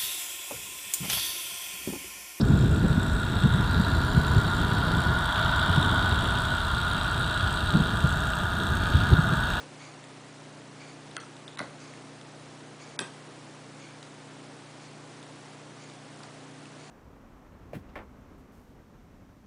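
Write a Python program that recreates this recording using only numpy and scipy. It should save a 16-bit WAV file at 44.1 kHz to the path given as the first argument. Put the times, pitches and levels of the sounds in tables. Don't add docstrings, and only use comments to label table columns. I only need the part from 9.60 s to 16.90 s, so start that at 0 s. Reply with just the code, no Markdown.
import sys
import numpy as np
from scipy import signal
from scipy.fft import rfft, irfft, next_fast_len
from scipy.io import wavfile
from scipy.ndimage import uniform_filter1d, map_coordinates

SR = 44100
rng = np.random.default_rng(int(sys.argv[2]) if len(sys.argv) > 2 else 0)


def master_out(mix):
    frames = np.transpose(np.atleast_2d(mix))
    ceiling = np.clip(frames, -1, 1)
    pcm = np.round(ceiling * 32767).astype(np.int16)
    wavfile.write(sys.argv[1], SR, pcm)


def makeup_ratio(level_db):
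    decades = np.asarray(level_db, float) / 20
    return 10 ** decades


N = 321930


def along(points, hz):
    f, value = np.transpose(points)
    return np.interp(np.log(hz + 1), np.log(f + 1), value)


def filtered(x, response):
    m = next_fast_len(N + SR // 2)
    return irfft(rfft(x, m) * response(np.fft.rfftfreq(m, 1 / SR)), m)[:N]


def rung(x, modes):
    def response(f):
        total = 0
        for k, (center, width, db) in enumerate(modes):
            damping = 1j * f * width
            total = total + (-1) ** k * makeup_ratio(db) * damping / (center ** 2 - f ** 2 + damping)
        return total
    return filtered(x, response)


def taps(times_s, db):
    return np.bincount(np.round(times_s * SR).astype(int), makeup_ratio(db), N)


def contacts(rows, decay_s):
    force, t = np.zeros(N + SR), np.arange(SR // 20) / SR
    for s, db in rows:
        push = rng.standard_normal(len(t)) * np.exp(-t / decay_s)
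        force[round(s * SR):][:len(t)] += makeup_ratio(db) * push / np.linalg.norm(push)
    return force[:N]


def wobble(rate):
    return map_coordinates(rng.standard_normal(int(N * rate / SR) + 4), [np.arange(N) * rate / SR])


# start in s, peak in dB, depth (0 steel, 1 jaws, 2 table), run-up in s.
SET_KNOCKS = [
    (1.5645, -50, .1, 0),
    (1.5663, -24.5, 0, 0),
    (1.5693, -41, .9, 0),
    (1.5745, -44, .2, 0),
    (1.5785, -42, .2, 0),
    (1.582, -42, .2, 0),
    (1.5855, -51, .9, 0),
    (1.5915, -42, .5, 0),
    (1.602, -48, .2, 0),
    (1.61, -49, .3, 0),
]
# center in Hz, width in Hz, level in dB.
SET_STEEL_MODES = [(2700, 400, -9), (3250, 300, 0), (3680, 250, -5), (4350, 350, -3), (4900, 400, -8),
                   (5750, 450, -1), (6700, 600, -11), (8150, 400, -8), (8700, 500, -5), (9250, 300, -11)]
# center in Hz, width in Hz, level in dB.
SET_JAW_MODES = [(480, 150, 0), (1130, 200, 2), (1450, 300, 7.5), (2060, 300, 2)]
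# center in Hz, width in Hz, level in dB.
TABLE_MODES = [(133, 19.5, 6), (244.8, 56, 0), (356, 42.5, -6), (548, 172, -6.5), (721, 297, -13)]


def pin_set():
    return blow(SET_KNOCKS, SET_STEEL_MODES, SET_JAW_MODES, TABLE_MODES, steel_wet_db=-7.5, wet_db=-8)


# start in s, peak in dB, depth (0 steel, 1 jaws, 2 table), run-up in s.
SLIP_KNOCKS = [(1.9745, -45, 1.1, 0), (1.979, -50, 1.1, 0), (1.9852, -43, .3, 0), (1.9872, -46, .9, 0),
               (1.9893, -42, .1, .004), (1.99, -36, 0.1, 0), (1.9915, -26.5, .3, 0), (1.9955, -41, .7, 0),
               (1.9975, -43, .5, 0), (2.0005, -33, 1.2, 0), (2.0025, -31.5, 1.2, 0), (2.0045, -31, 2, 0),
               (2.009, -43, .1, 0), (2.0115, -40, 1.7, 0), (2.0145, -31, 2, 0), (2.0165, -44, .6, 0),
               (2.022, -46, 1.3, 0), (2.026, -39, 1.6, 0), (2.037, -46, 1.4, 0), (2.049, -45, 1.5, 0)]
# center in Hz, width in Hz, level in dB.
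SLIP_STEEL_MODES = [(2700, 600, -6), (3400, 300, 1), (3850, 350, 4), (4400, 300, -2), (5000, 200, -8),
                    (5450, 250, -4), (5850, 250, -4), (6600, 600, -10), (8600, 900, -13), (9930, 250, -5)]
# center in Hz, width in Hz, level in dB.
SLIP_JAW_MODES = [(620, 250, -4), (1120, 200, 7), (1480, 400, 4.5), (2110, 170, 5.5)]


def pick_slip():
    return blow(SLIP_KNOCKS, SLIP_STEEL_MODES, SLIP_JAW_MODES, TABLE_MODES, steel_wet_db=-7, wet_db=-7.5)


# start in s, peak in dB, depth (0 steel, 1 jaws, 2 table), run-up in s.
SNAP_KNOCKS = [(3.388, -52, .2, 0), (3.3903, -35, .1, 0), (3.3911, -22.5, .3, 0), (3.392, -34, 2, 0),
               (3.3942, -32, .6, 0), (3.401, -46, .3, 0), (3.406, -34, 1.95, 0), (3.408, -48, .3, 0),
               (3.4115, -34, 1.9, 0), (3.4155, -48, .2, 0), (3.4165, -34, 2, 0), (3.4205, -50, .6, 0),
               (3.424, -35, 1.95, 0), (3.435, -41, 1.9, 0), (3.446, -53, .5, 0), (3.482, -53, .5, 0)]
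# center in Hz, width in Hz, level in dB.
SNAP_STEEL_MODES = [(3250, 300, 7), (3680, 350, 7.5), (4780, 350, 4.5), (5300, 150, -3), (5580, 220, 1),
                    (6150, 250, -4), (6550, 200, -10), (7050, 200, -11), (7700, 350, -1), (8250, 300, 3.5),
                    (9000, 500, -12), (9750, 280, 2)]
# center in Hz, width in Hz, level in dB.
SNAP_JAW_MODES = [(820, 220, 1), (1100, 200, -1), (1570, 180, 8.5), (1960, 220, -1), (2350, 200, -4),
                  (2650, 200, -2)]
# center in Hz, width in Hz, level in dB.
SNAP_TABLE_MODES = [(133, 19.5, 6), (244.8, 56, -3), (356, 70, -2.5), (548, 172, -8), (950, 297, -13)]


def spring_snap():
    return blow(SNAP_KNOCKS, SNAP_STEEL_MODES, SNAP_JAW_MODES, SNAP_TABLE_MODES, steel_wet_db=-10, wet_db=-7)


# start in s, peak in dB, depth (0 steel, 1 jaws, 2 table), run-up in s.
SCRAPE_KNOCKS = [
    (6.599, -55, .6, 0),
    (6.604, -45, 1, 0),
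    (6.633, -43, .2, 0),
    (6.636, -39.5, .2, 0),
    (6.639, -43, 1, 0),
    (6.648, -45, 1.14, 0),
    (6.657, -48, 1.1, 0),
]
# center in Hz, width in Hz, level in dB.
SCRAPE_STEEL_MODES = [(2100, 500, -5), (3500, 900, -3), (4800, 800, 1), (8300, 900, -6)]
# center in Hz, width in Hz, level in dB.
SCRAPE_JAW_MODES = [(950, 300, -1), (1400, 350, 1)]


def pick_scrape():
    return blow(SCRAPE_KNOCKS, SCRAPE_STEEL_MODES, SCRAPE_JAW_MODES, TABLE_MODES, steel_wet_db=-5, wet_db=-4.5)


def blow(rows, steel, jaws, table, steel_wet_db, wet_db):
    jaw_lag_s = .0009
    s, steel_db, jaw_db, table_db = np.transpose(knocks(rows))
    rub = makeup_ratio(-11) * contacts(zip(s, steel_db), decay_s=.0016)
    bright = makeup_ratio(28) * rung(taps(s, steel_db) + rub, steel)
    dull = makeup_ratio(34) * rung(taps(s + jaw_lag_s, jaw_db), jaws)
    dull = dull + makeup_ratio(43.5) * rung(taps(s + jaw_lag_s, table_db), table)
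    return bright + dull + kitchen(makeup_ratio(steel_wet_db) * bright + makeup_ratio(wet_db) * dull, delay_s=.005)


def knocks(rows):
    up_db, down_db = 19, 12
    slips, run_up_db, swell_db = 4, -3, .6
    part = np.arange(3)
    out = []
    for s, db, deep, run_s in rows:
        loss_db = np.maximum(up_db * (deep - part), down_db * (part - deep))
        out.append((s, *(db - loss_db)))
    for s, db, deep, run_s in rows:
        if run_s:
            for k in range(1, slips + 1):
                out.append((s - run_s * k / slips, *(db + run_up_db - swell_db * k - up_db * part)))
    return out


# start in s, frequency in Hz, level in dB, t60 in s.
RING_MODES = [(3.398, 8131, -47, .3), (3.398, 8340, -51, .3), (3.398, 9950, -42, .08),
              (3.398, 9630, -50, .2), (3.398, 7600, -47, .1), (3.396, 2555, -44.5, .3),
              (3.4, 3220, -47, .35), (3.4, 3480, -49, .25), (3.4, 1980, -47, .3), (3.396, 4190, -50, .3),
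              (3.396, 4950, -52, .3), (3.396, 5580, -49, .3), (3.396, 6460, -54, .3),
              (3.396, 1120, -46, .35), (1.995, 4390, -54, .3), (2.003, 2035, -47, .3),
              (2.003, 820, -45, .3), (2.003, 1150, -47, .3), (2.003, 544, -44, .4), (1.572, 1350, -44, .27),
              (1.571, 4370, -56, .18), (1.571, 3230, -47.5, .2), (1.571, 2640, -55, .3),
              (1.572, 9870, -50, .1)]


def springs():
    rise_s, flutter_db, flutter_per_s, drift_rad = .002, 5, 170, 2.1
    out, t = np.zeros(N + SR), np.arange(SR // 2) / SR
    for s, hz, db, t60_s in RING_MODES:
        shake, wander = [map_coordinates(knots, [t * flutter_per_s]) for knots in rng.standard_normal((2, 100))]
        size = makeup_ratio(db + flutter_db * shake - 60 * t / t60_s) * (1 - np.exp(-t / rise_s))
        out[round(s * SR):][:len(t)] += size * np.sin(2 * np.pi * hz * t + drift_rad * wander)
    return out[:N]


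# start in s, peak in dB, ring in Hz, rub in dB.
PIN_TICKS = [(.44, -47, 3670, -16.5), (1.513, -43, 3730, -18.5), (1.7664, -47.5, 3670, -19),
             (1.8793, -32, 3553, -18), (1.8845, -44, 3600, -24), (1.973, -35, 3780, -12),
             (2.3372, -40, 2060, -17.5), (2.6127, -42.5, 3540, -18), (4.428, -39.5, 3800, -13.5),
             (4.439, -49, 3700, -22), (5.6282, -43, 3630, -17), (6.299, -43, 3570, -18),
             (6.3364, -47.5, 3560, -20), (6.6323, -49, 3500, -23), (6.6358, -47, 4700, -23),
             (7.0555, -43, 2640, -19)]
# center in Hz, width in Hz, level in dB.
PIN_TOP_MODES = [(1700, 900, -2), (3300, 1200, -6), (4500, 1200, -5), (5800, 1500, -8), (8000, 1600, -7),
                 (9600, 900, -12)]


def pins():
    out, t = np.zeros(N + SR), np.arange(SR // 50) / SR
    age = t / .00055
    for s, db, hz, rub_db in PIN_TICKS:
        out[round(s * SR):][:len(t)] += makeup_ratio(db) * age * np.exp(1 - age) * np.sin(2 * np.pi * hz * t)
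    rub = contacts([(s, rub_db) for s, db, hz, rub_db in PIN_TICKS], decay_s=.0028)
    return out[:N] + rung(rub, PIN_TOP_MODES)


# case in dB, gears in dB.
CLOCK_BEATS = [(-46.5, -54), (-48.5, -53), (-47.5, -53.5), (-47.5, -55), (-49, -55), (-54, -58), (-53, -56),
               (-54, -57)]
# offset in s, level in dB.
STEP_CONTACTS = [
    (-.004, -7),
    (.002, 1),
    (.014, 0),
    (.023, -3),
    (.039, 0),
    (.052, -3),
    (.074, -5),
    (.095, -8),
]
# center in Hz, width in Hz, level in dB.
CASE_MODES = [(560, 200, -11), (1200, 260, -8), (2240, 190, 0.5), (2500, 400, -7), (3250, 700, -13)]
# center in Hz, width in Hz, level in dB.
GEAR_MODES = [(4400, 200, 0), (4820, 300, -3), (5500, 500, -10), (5950, 250, -5), (6470, 320, -2),
              (7200, 700, -7)]


def clock():
    first_s, period_s = .2, .9993
    case_db, gear_db = np.transpose(CLOCK_BEATS)
    starts_s = first_s + period_s * np.arange(len(CLOCK_BEATS))

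    def rattle(levels_db):
        rows = []
        for s, db in zip(starts_s, levels_db):
            for offset_s, part_db in STEP_CONTACTS:
                rows.append((s + offset_s, db + part_db + rng.normal(0, 2.5)))
        return contacts(rows, decay_s=.012)

    step = makeup_ratio(36.5) * (rung(rattle(case_db), CASE_MODES) + rung(rattle(gear_db), GEAR_MODES))
    return makeup_ratio(.5) * step + makeup_ratio(2) * kitchen(step, delay_s=.005)


# frequency in Hz, t60 in s.
KITCHEN_T60 = [(150, .4), (1000, 0.394), (3000, 0.314), (6000, 0.334), (10000, 0.398)]


def kitchen(x, delay_s):
    build_s = .008
    hz, t, z = signal.stft(rng.standard_normal(SR // 2), SR, nperseg=256)
    decay = makeup_ratio(-60 * t / along(KITCHEN_T60, hz)[:, None])
    tail = signal.istft(z * decay, SR, nperseg=256)[1]
    tail = tail * (1 - np.exp(-np.arange(len(tail)) / SR / build_s))
    delayed = np.pad(x, (round(delay_s * SR), 0))
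    return signal.fftconvolve(delayed, tail / np.linalg.norm(tail))[:N]


MOTOR_LINES = {(1, -1): (-79.5, 2), (1, 2): (-79.5, 1.7), (1, 0): (-60.5, 0.46), (1, 1): (-55, 0.44),
               (2, -1): (-63.5, 1), (2, 0): (-70, 2.4), (2, 1): (-58, 1.2), (2, 2): (-61, 0.99),
               (3, -1): (-66.5, 1.8), (3, 0): (-71, 2.3), (3, 1): (-77.5, 2.4), (4, 0): (-71.5, 1.6)}


def refrigerator():
    pull_hz, shaft_hz = 119.91, 29.036
    t, out = np.arange(N) / SR, np.zeros(N)
    for (pull, turns), (db, shake_db) in MOTOR_LINES.items():
        cycles = (pull * pull_hz + turns * shaft_hz) * t + rng.random()
        out += np.sqrt(2) * makeup_ratio(db + shake_db * wobble(4)) * np.sin(2 * np.pi * cycles)
    return out


# frequency in Hz, density in dB per Hz.
AIR_SPECTRUM = [(20, -23.5), (70, -20), (125, -8), (330, -1), (720, -3.5), (2410, -12), (8030, -19),
                (10200, -22)]


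def air():
    steady_db, settle_db, settle_s = -49, 6, .037
    rush = filtered(rng.standard_normal(N), lambda hz: makeup_ratio(along(AIR_SPECTRUM, hz)))
    level_db = steady_db + settle_db * np.exp(-np.arange(N) / SR / settle_s)
    return rush / np.std(rush) * makeup_ratio(level_db + .34 * wobble(7.2))


def scene():
    ticks = pins()
    lock = pin_set() + pick_slip() + spring_snap() + pick_scrape() + springs()
    lock = lock + ticks + makeup_ratio(-5.5) * kitchen(ticks, delay_s=.008)
    lock = filtered(lock, lambda hz: (1j * hz / (1j * hz + 95)) ** 3)
    return (lock + clock() + refrigerator() + air())[None]


# frequency in Hz, range in dB.
KEPT_RANGE = [(1200, 45), (1800, 24), (3500, 17), (5200, 11), (9000, 10), (9700, 16), (10300, 16)]


def starved(z, hz, t):
    frame_s, frame_start_s = .03605, .0134
    loss_slope, hole_db, scatter_db = 3.5, -36, 2
    power = uniform_filter1d(uniform_filter1d(abs(z) ** 2, size=3, axis=0), size=3, axis=1)
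    level_db = 10 * np.log10(power + 1e-16)
    frame = ((t + frame_s - frame_start_s) // frame_s).astype(int)
    frame_starts = np.flatnonzero(np.diff(frame, prepend=-1))
    peak_db = np.maximum.reduceat(np.roll(level_db, 2, axis=1), frame_starts, axis=1)
    chance = rng.standard_normal(peak_db.shape)[np.arange(len(hz)) // 2]
    edge_db = (peak_db - along(KEPT_RANGE, hz)[:, None] + scatter_db * chance)[:, frame]
    return makeup_ratio(np.clip(loss_slope * (level_db - edge_db), hole_db, 0))


def low_pass(x):
    return signal.sosfilt(signal.butter(12, 11040, fs=SR, output="sos"), x)


def record(dry):
    top_hz = 10130
    hz, t, z = signal.stft(dry[0], SR, nperseg=128, noverlap=96)
    z = z * starved(z, hz, t)
    blocks = rng.random((len(hz) // 2 + 1, len(t) // 8 + 1))
    blocks = blocks.repeat(2, 0).repeat(8, 1)[:len(hz), :len(t)]
    z = z * np.where(blocks < .1 * (hz[:, None] > 4800), makeup_ratio(-25), 1)
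    kept = signal.istft(z, SR, nperseg=128, noverlap=96)[1][:N]
    mix = filtered(kept, lambda f: f < top_hz)[None]
    return low_pass(mix)


dry = scene()
out = record(dry)
master_out(out)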